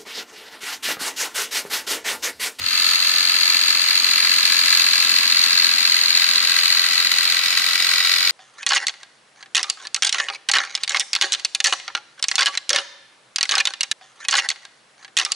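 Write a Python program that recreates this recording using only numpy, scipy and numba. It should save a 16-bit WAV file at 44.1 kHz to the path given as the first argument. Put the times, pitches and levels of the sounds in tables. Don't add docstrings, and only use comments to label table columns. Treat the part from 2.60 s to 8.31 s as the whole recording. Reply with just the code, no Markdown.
import sys
import numpy as np
from scipy import signal
from scipy.fft import rfft, irfft, next_fast_len
from scipy.io import wavfile
from numba import njit

SR = 44100
rng = np.random.default_rng(int(sys.argv[2]) if len(sys.argv) > 2 else 0)


def wav_out(sig):
    wavfile.write(sys.argv[1], SR, np.round(np.clip(np.atleast_2d(sig).T, -1, 1) * 32767).astype(np.int16))


N = 251811
TIME = np.arange(N) / SR
OPPOSED = np.array([[1], [-1]])


def from_db(db):
    return 10 ** (np.asarray(db) / 20)


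def rms_one(x):
    return x / np.sqrt(np.mean(x ** 2) + 1e-20)


def in_time(rows):
    s, *columns = np.transpose(rows)
    return [np.interp(TIME, s, column) for column in columns]


def through_cut(levels):
    return np.interp(TIME, np.linspace(0, TIME[-1], len(levels)), levels)


def wavering(clock, size):
    return np.interp(clock / size, np.arange(400), rng.standard_normal(400))


def held(start_s, length_s, rise_db_per_s, fall_db_per_s):
    before_s = np.maximum(start_s - TIME, 0)
    after_s = np.maximum(TIME - start_s - length_s, 0)
    return -rise_db_per_s * before_s - fall_db_per_s * after_s


def around(phase, at, lead):
    stroke, within = np.divmod(phase - at + 1 + lead, 1)
    return stroke.astype(int), within - lead


def burst(phase, at, rise, fall, uneven_db):
    stroke, since = around(phase, at, lead=1 / 4)
    strength = from_db(uneven_db * rng.standard_normal(400))
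    return strength[stroke] * np.exp(np.minimum(since / rise, -since / fall))


def stereo_noise(side_db):
    mid, side = rng.standard_normal((2, N))
    return mid + from_db(side_db) * side * OPPOSED


def colour(x, spectrum):
    hz, db = np.transpose(spectrum)
    size = next_fast_len(N + 4096)
    bins_hz = np.maximum(np.arange(size // 2 + 1) * SR / size, 1)
    gain = from_db(np.interp(np.log(bins_hz), np.log(hz), db))
    return rms_one(irfft(rfft(x, size) * gain, size)[..., :N])


@njit
def glide_filter(x, angle, r):
    y = np.zeros(len(x))
    for i in range(2, len(x)):
        drive = (1 - r * r) / 2 * (x[i] - x[i - 2])
        y[i] = drive + 2 * r * np.cos(angle[i]) * y[i - 1] - r * r * y[i - 2]
    return y


def resonance(x, hz, width_hz):
    angle = 2 * np.pi * hz / SR * np.ones(N)
    radius = np.exp(-np.pi * width_hz / SR)
    return np.array([glide_filter(channel, angle, radius) for channel in x])


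MODE_WAVER, MODE_WAVER_DB = 0.0094, 1.5


def ring(force, modes):
    out = 0
    for first_hz, last_hz, width_hz, *level_db in modes:
        gain = from_db(through_cut(level_db) + MODE_WAVER_DB * wavering(TIME, size=1 / 25))
        hz = through_cut([first_hz, last_hz]) * (1 + MODE_WAVER * wavering(TIME, size=1 / 25))
        out = out + gain * resonance(force, hz, width_hz)
    return rms_one(signal.sosfilt(signal.butter(2, 900, "high", fs=SR, output="sos"), out))


def dull(x, hz):
    return signal.sosfilt(signal.butter(4, hz, fs=SR, output="sos"), x)


# [f/stroke rate, level/dB before the shake level]
HUM_PARTIALS = [(2, -33), (3, -21), (4, -15), (14 / 3, -17), (5, -7.5), (16 / 3, -12), (17 / 3, -8),
                (6, -1.3), (7, -11.5), (8, -14.5), (10, -9)]
# [f at start/Hz, f at end/Hz, width/Hz, relative level/dB at start, halfway, end]
CASING_RESONANCES = [(2250, 2150, 760, -22, -8, -11), (3590, 3900, 22, -17, 5, -3),
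                     (6515, 6520, 53, -4, -7.5, -12)]
# [f/Hz, relative level/dB]
FAN_SPECTRUM = [(20, -47), (60, -43), (95, -21), (180, -24), (240, -19), (340, -20), (520, -14.5),
                (680, -9), (920, -8.5), (1200, 0.5), (2500, 3.5), (5000, -1.5), (6000, -25), (16000, -52)]


def motor(phase, shake_db, drone_db):
    turn = phase - .38
    hum = 0
    for order, db in HUM_PARTIALS:
        gain = from_db(db + 2 * wavering(phase, size=5))
        hum = hum + gain * np.cos(2 * np.pi * order * turn + .5 * wavering(phase, size=4))
    drone = np.sin(2 * np.pi * 2 * phase) + .5 * np.sin(2 * np.pi * 3 * phase)
    casing = from_db(-33) * ring(stereo_noise(side_db=-3), CASING_RESONANCES)
    fan = from_db(-26.5) * colour(stereo_noise(side_db=-3.5), FAN_SPECTRUM)
    onset = from_db(np.interp(TIME, [0, .15], [-9, 0]))
    return from_db(shake_db) * hum + from_db(drone_db) * drone + onset * (fan + casing)


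WHINE_DB, WHINE_DB_PER_RATE = -60, 2
WHINE_ORDER = 12


def whine(phase, speed):
    freer = speed - speed.mean()
    db = WHINE_DB + WHINE_DB_PER_RATE * freer + 1.4 * wavering(phase, size=9)
    tone = np.cos(2 * np.pi * WHINE_ORDER * phase + .8 * wavering(phase, size=3))
    return np.sqrt(2) * from_db(db) * tone


# [place/strokes, f/Hz]
HOUSING_BEND = [(-.14, 4290), (0, 4400), (.1, 4430), (.22, 4340), (.44, 4500), (.56, 4580), (.68, 4630),
                (.76, 4340)]
# [f/Hz, width/Hz, relative level/dB]
HOUSING_RESONANCES = [(2180, 100, 6), (3350, 110, -1), (4290, 120, 10.5), (4680, 95, 8), (6080, 160, 1),
                      (6440, 69, 2.5)]
TONE_CENTRE_HZ, TONE_SPREAD_PER_S = 4480, .2


def plunger(phase, knock_db):
    top = burst(phase, at=-.025, rise=.06, fall=.06, uneven_db=.7)
    bottom = burst(phase, at=.48, rise=.025, fall=.1, uneven_db=1.5)
    swell = .05 + np.tanh(2 * top) + .52 * np.tanh(1.7 * bottom)
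    wander = np.cumsum(rng.standard_normal(N)) * .045
    bend_hz = np.interp(phase, *np.transpose(HOUSING_BEND), period=1) - TONE_CENTRE_HZ
    tone_hz = TONE_CENTRE_HZ + bend_hz * (1 + TONE_SPREAD_PER_S * TIME)
    tone = swell * np.sin(2 * np.pi * np.cumsum(tone_hz) / SR + wander)
    knock = rms_one(resonance([tone], 4420, 1000))
    chatter = swell * stereo_noise(side_db=-20)
    rattle = rms_one(sum(from_db(db) * resonance(chatter, hz, width_hz)
                         for hz, width_hz, db in HOUSING_RESONANCES))
    rocking = dull(knock + from_db(-6) * rattle, 7200)
    return from_db(knock_db - 4.0) * rocking * OPPOSED * from_db(1.24 * OPPOSED)


def teeth(phase, size=1024):
    place = np.arange(size) / size
    since = (place + 1 / 4) % 1 - 1 / 4
    swell = .17 + np.exp(np.minimum(since / .06, -since / .16))
    rattle = rng.standard_normal(size)
    for share in (1, .5):
        rattle = irfft(np.exp(1j * np.angle(rfft(rattle * swell ** share))))
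    return rms_one(np.interp(phase % 1, place, rattle))


# [f at start/Hz, f at end/Hz, width/Hz, place/strokes, relative level/dB at five even steps]
BOARD_RESONANCES = [(1065, 1132, 80, .3, -12, -6, -6, -4.5, -7),
                    (1295, 1350, 100, .28, 3.5, -1, -5, -2, 2.5),
                    (1750, 1560, 100, .12, 2.5, 5, 5.5, 1.5, 0), (2070, 1945, 100, .01, 3, 5, 5, 8, 8),
                    (2340, 2290, 140, .1, -2.5, 3, 0, -1, 7), (2665, 2600, 90, .13, 6.5, 6, 7, 4, 2),
                    (3090, 2950, 100, -.1, -.5, -1.5, 1, 1.5, 3.5)]
# [f/Hz, relative level/dB]
RASP_SPECTRUM = [(100, -47), (400, -41), (650, -74), (900, 13.5), (1200, 4.5), (2200, -30), (3300, -58),
                 (4200, 18.5), (5200, 21), (5900, 16.5), (8000, 15), (16000, -17)]
CATCH_BOARD_DB = -1.5


def rasp(phase, rasp_db, caught):
    graze = burst(phase, at=-.1, rise=.06, fall=.08, uneven_db=1.0)
    pull = burst(phase, at=.025, rise=.04, fall=.13, uneven_db=.5)
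    drag = burst(phase, at=.18, rise=.04, fall=.05, uneven_db=1.0)
    back = burst(phase, at=.56, rise=.12, fall=.08, uneven_db=1.2)
    swell = .1 + .28 * graze + np.tanh(1.4 * pull) + .25 * drag + .3 * back
    tearing = rms_one(swell * stereo_noise(side_db=-9))
    force = from_db(rasp_db) * (.72 * tearing + 1.02 * teeth(phase))
    force = force + from_db(CATCH_BOARD_DB) * caught * stereo_noise(side_db=-6)
    modes = [(first_hz, last_hz, width_hz, *level_db)
             for first_hz, last_hz, width_hz, _, *level_db in BOARD_RESONANCES]
    ringing = from_db(-7.5) * ring(force, modes)
    scrape = from_db(-13.0) * colour(force, RASP_SPECTRUM)
    return dull(force.std() * (ringing + scrape), 6500)


NOTE_DB, NOTE_RISE, NOTE_FALL = -2.2, .13, .17
NOTE_UNEVEN_DB, NOTE_SCATTER = 1.5, .95


def board_notes(phase, speed, rasp_db):
    out = 0
    for first_hz, last_hz, width_hz, at, *level_db in BOARD_RESONANCES:
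        stroke, since = around(phase, at, lead=1 / 2)
        strength, scatter = rng.standard_normal((2, 400))[:, stroke]
        swell = np.exp(-(since / np.where(since < 0, NOTE_RISE, NOTE_FALL)) ** 2)
        gain = np.sqrt(width_hz) * from_db(through_cut(level_db) + NOTE_UNEVEN_DB * strength)
        cycles = through_cut([first_hz, last_hz]) * since / speed + at
        out = out + gain * swell * np.sin(2 * np.pi * cycles + NOTE_SCATTER * scatter)
    return from_db(rasp_db + NOTE_DB) * rms_one(out)


# [f/Hz, relative level/dB]
CHIPS_SPECTRUM = [(1000, -34), (4000, 9), (5800, -6), (6500, 3), (7200, -3.5), (8500, -4), (10000, -6.5),
                  (13000, -7.5), (16000, -16.5)]


def chips(phase, hiss_db, caught):
    up = burst(phase, at=.005, rise=.05, fall=.14, uneven_db=1.6)
    down = burst(phase, at=.46, rise=.06, fall=.15, uneven_db=1.6)
    spray = (0.7 + up + 0.52 * down) * stereo_noise(side_db=1.0)
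    spray = spray + 1.1 * caught * stereo_noise(side_db=-3)
    return from_db(hiss_db + 7.0) * colour(spray, CHIPS_SPECTRUM)


# [f at start/Hz, f at end/Hz, width/Hz, relative level/dB at five even steps]
BLADE_RESONANCES = [(3750, 3810, 70, 0, 2, 4, 8, 13), (4030, 4015, 85, 3, 5, 6, 5, 0),
                    (4430, 4400, 200, 4, 1, -3, -4, -1), (4680, 4900, 250, -5, -4, -7, -6, 0)]
CATCH_BLADE_DB = -9.5


def blade(phase, rasp_db, caught):
    top = burst(phase, at=.07, rise=.09, fall=.09, uneven_db=1.2)
    bottom = burst(phase, at=.47, rise=.1, fall=.14, uneven_db=1.2)
    pluck = from_db(CATCH_BLADE_DB - rasp_db) * caught
    sliding = (.2 + top + .6 * bottom + pluck) * stereo_noise(side_db=-6)
    force = sliding + .5 * teeth(phase)
    return from_db(rasp_db - 2.0) * dull(ring(force, BLADE_RESONANCES), 7400)


# [place/strokes, half length/strokes, f/Hz, glide/Hz, level/dB at five even steps before the press level]
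BLADE_SQUEAKS = [(-.05, .09, 4100, -30, -20, -21, -22.5, -20.5, -24),
                 (.11, .08, 4540, 90, -20.5, -22, -29, -38, -29),
                 (.13, .07, 5130, -120, -33, -25, -27.5, -31, -22),
                 (.56, .075, 4740, 160, -23.5, -20.5, -25, -32, -19)]
SQUEAK_UNEVEN_DB, SQUEAK_SPREAD_HZ, SQUEAK_JITTER = 1.3, 60, .005
SQUEAK_ROUGH = 0.0393


def squeaks(phase, press_db):
    out = 0
    for at, length, hz, glide_hz, *level_db in BLADE_SQUEAKS:
        jittered = phase + SQUEAK_JITTER * wavering(phase, size=1)
        stroke, since = around(jittered, at, lead=1 / 2)
        strength, detune = rng.standard_normal((2, 400))[:, stroke]
        pitch_hz = hz + glide_hz * np.tanh(since / length / 2) + SQUEAK_SPREAD_HZ * detune
        wander = np.cumsum(rng.standard_normal(N)) * SQUEAK_ROUGH
        gain = from_db(through_cut(level_db) + press_db + SQUEAK_UNEVEN_DB * strength)
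        swell = gain * np.exp(-(since / length) ** 2)
        out = out + swell * np.sin(2 * np.pi * np.cumsum(pitch_hz) / SR + wander)
    return out


# [t/s, length/s, landing place/strokes, depth/dB]
HOP_SPELLS = [(.75, .67, .4, 1), (1.55, .85, 1.35, 1.3), (2.45, .9, 2.3, 1.5), (3.5, 1.05, .45, 1.8),
              (4.6, .4, 2.6, 1.4), (5.3, .25, 2.5, .9)]
# [t/s, level change/dB]
SINGLE_LURCHES = [(.065, 4), (.109, -1), (.381, -5), (.901, 2.2), (1.105, 3.3), (1.309, 2.8), (1.355, 1),
                  (1.423, -6), (3.483, -2), (3.529, -3), (3.621, 0.5), (3.759, 2), (3.989, 3), (4.035, -1),
                  (4.311, -3.5), (4.357, -1), (4.426, 0), (4.494, -2.5), (4.517, 3.5), (4.54, -3),
                  (4.701, 0), (4.815, -5), (4.883, -1), (4.952, -1), (4.974, 3), (5.156, 2.5), (5.179, -7),
                  (5.427, -5), (5.517, 1)]
HOP_FADE_DB_PER_S = 300
LURCH_S = .0095


def bounce(phase):
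    hops = 0
    for s, length_s, at, db in HOP_SPELLS:
        depth_db = db * from_db(held(s, length_s, HOP_FADE_DB_PER_S, HOP_FADE_DB_PER_S))
        hops = hops + depth_db * np.cos(2 * np.pi * (phase - at) / 3)
    return hops + sum(db * np.exp(-((TIME - s) / LURCH_S) ** 2) for s, db in SINGLE_LURCHES)


# [t/s, level/dB before the crack and tear offsets]
TOOTH_CATCHES = [(0.6296, -11), (1.0826, -10), (1.4677, -12.5), (1.9003, -11.5), (3.7566, -9),
                 (4.0558, -11.5), (4.4006, -10), (4.5144, -9), (4.652, -9.5), (4.7899, -9.5), (4.8585, -10),
                 (4.9263, -9), (5.3362, -10.5)]
CRACK_DB, CRACK_DELAY_S, CRACK_S = 5, 0.0017, 0.00022
TEAR_DB, TEAR_S = -10, 0.0035


def catches():
    swell = np.zeros(N)
    for s, db in TOOTH_CATCHES:
        near = np.abs(TIME - s) < 10 * TEAR_S
        since = TIME[near] - s - CRACK_DELAY_S
        for part_db, fall_s in ((CRACK_DB, CRACK_S), (TEAR_DB, TEAR_S)):
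            swell[near] += from_db(db + part_db) * np.exp(np.minimum(since / CRACK_S, -since / fall_s))
    return swell


# [t/s, length/s, level/dB]
KERF_CHAFES = [(1.9, .5, -37), (4.873, .85, -30)]
CHAFE_RISE_DB_PER_S, CHAFE_FALL_DB_PER_S = 90, 0


def chafe(phase):
    chafe_db = np.max([db + held(s, length_s, CHAFE_RISE_DB_PER_S, CHAFE_FALL_DB_PER_S)
                       for s, length_s, db in KERF_CHAFES], axis=0)
    swell = .18 + burst(phase, at=.04, rise=.07, fall=.08, uneven_db=1.5)
    rubbing = swell * stereo_noise(side_db=-9)
    return from_db(chafe_db) * rms_one(resonance(resonance(rubbing, 5080, 800), 5160, 430))


# [t/s, rate/strokes per s]
STROKE_RATE = [(0.0, 44.19), (1.45, 44.13), (2.15, 43.67), (3.1, 43.49), (4.3, 43.49), (5.0, 43.92),
               (5.71, 44.76)]
# [t/s, rasp level/dB before bite and grip]
FEED_LEVEL = [(0, -24.5), (1.1, -27), (2.15, -24.5), (3.35, -28), (3.8, -27), (5.1, -26.5), (5.71, -27)]
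# [t/s, knock level/dB before bite, grip and trim]
KNOCK_LEVEL = [(0, -15), (1.2, -15), (3.0, -13.5), (4.3, -15), (5.1, -18.5), (5.71, -16)]
# [t/s, hum level/dB added to each partial]
SHAKE_LEVEL = [(0, -52), (2.6, -49), (3.9, -51.5), (4.7, -54), (5.71, -55)]
# [t/s, place/strokes]
BITE_PLACE = [(0, .015), (2.8, .01), (4.2, -.015), (5.71, -.02)]
FIRST_PHASE = .179
BITE_DB, BITE_S = 17, 0.073
GRIP_DB, GRIP_KNOCK_SHARE, GRIP_HISS_SHARE = 0.82, 0.6, 0.72
CHIPS_DB, CHIPS_FOLLOW = -31.5, 0.76
RETURN_AT, RETURN_DB = .47, -9
DRONE_DB, DRONE_HOLD_S, DRONE_FALL_DB_PER_S = -42.5, 0.037, 280


def scene():
    speed, = in_time(STROKE_RATE)
    phase = FIRST_PHASE + np.cumsum(speed) / SR
    feed_db, = in_time(FEED_LEVEL)
    knock_db, = in_time(KNOCK_LEVEL)
    shake_db, = in_time(SHAKE_LEVEL)
    bite_place, = in_time(BITE_PLACE)
    bite_db = -BITE_DB * np.exp(-TIME / BITE_S)
    grip_db = GRIP_DB * wavering(phase, size=2) + bounce(phase)
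    rasp_db = feed_db + bite_db + grip_db
    feed_swing_db = feed_db - feed_db.mean()
    hiss_db = CHIPS_DB + CHIPS_FOLLOW * feed_swing_db + bite_db + GRIP_HISS_SHARE * grip_db
    knock_db = knock_db + bite_db + GRIP_KNOCK_SHARE * grip_db
    drone_db = DRONE_DB + held(0, DRONE_HOLD_S, 0, DRONE_FALL_DB_PER_S)
    caught = catches()

    bite_phase = phase - bite_place
    notes = board_notes(bite_phase, speed, rasp_db)
    notes = notes + board_notes(bite_phase - RETURN_AT, speed, rasp_db + RETURN_DB)
    wood = rasp(bite_phase, rasp_db, caught) + notes + chips(phase, hiss_db, caught)
    steel = blade(phase, rasp_db, caught) + chafe(phase) + squeaks(phase, bite_db + grip_db)
    left, right = wood + steel
    cut = np.array([left, np.roll(right, 1)])

    drive = motor(phase, shake_db, drone_db) + whine(phase, speed)
    tool = drive * from_db(0.91 * OPPOSED) + plunger(phase, knock_db)
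    return cut * from_db(0.37 * OPPOSED) + tool


CUTOFF_HZ = 15550


def record(dry):
    rounded = dry / (1 + (dry / .93) ** 8) ** (1 / 8)
    return signal.sosfilt(signal.ellip(12, .2, 90, CUTOFF_HZ, fs=SR, output="sos"), rounded)


dry = scene()
out = record(dry)
wav_out(out)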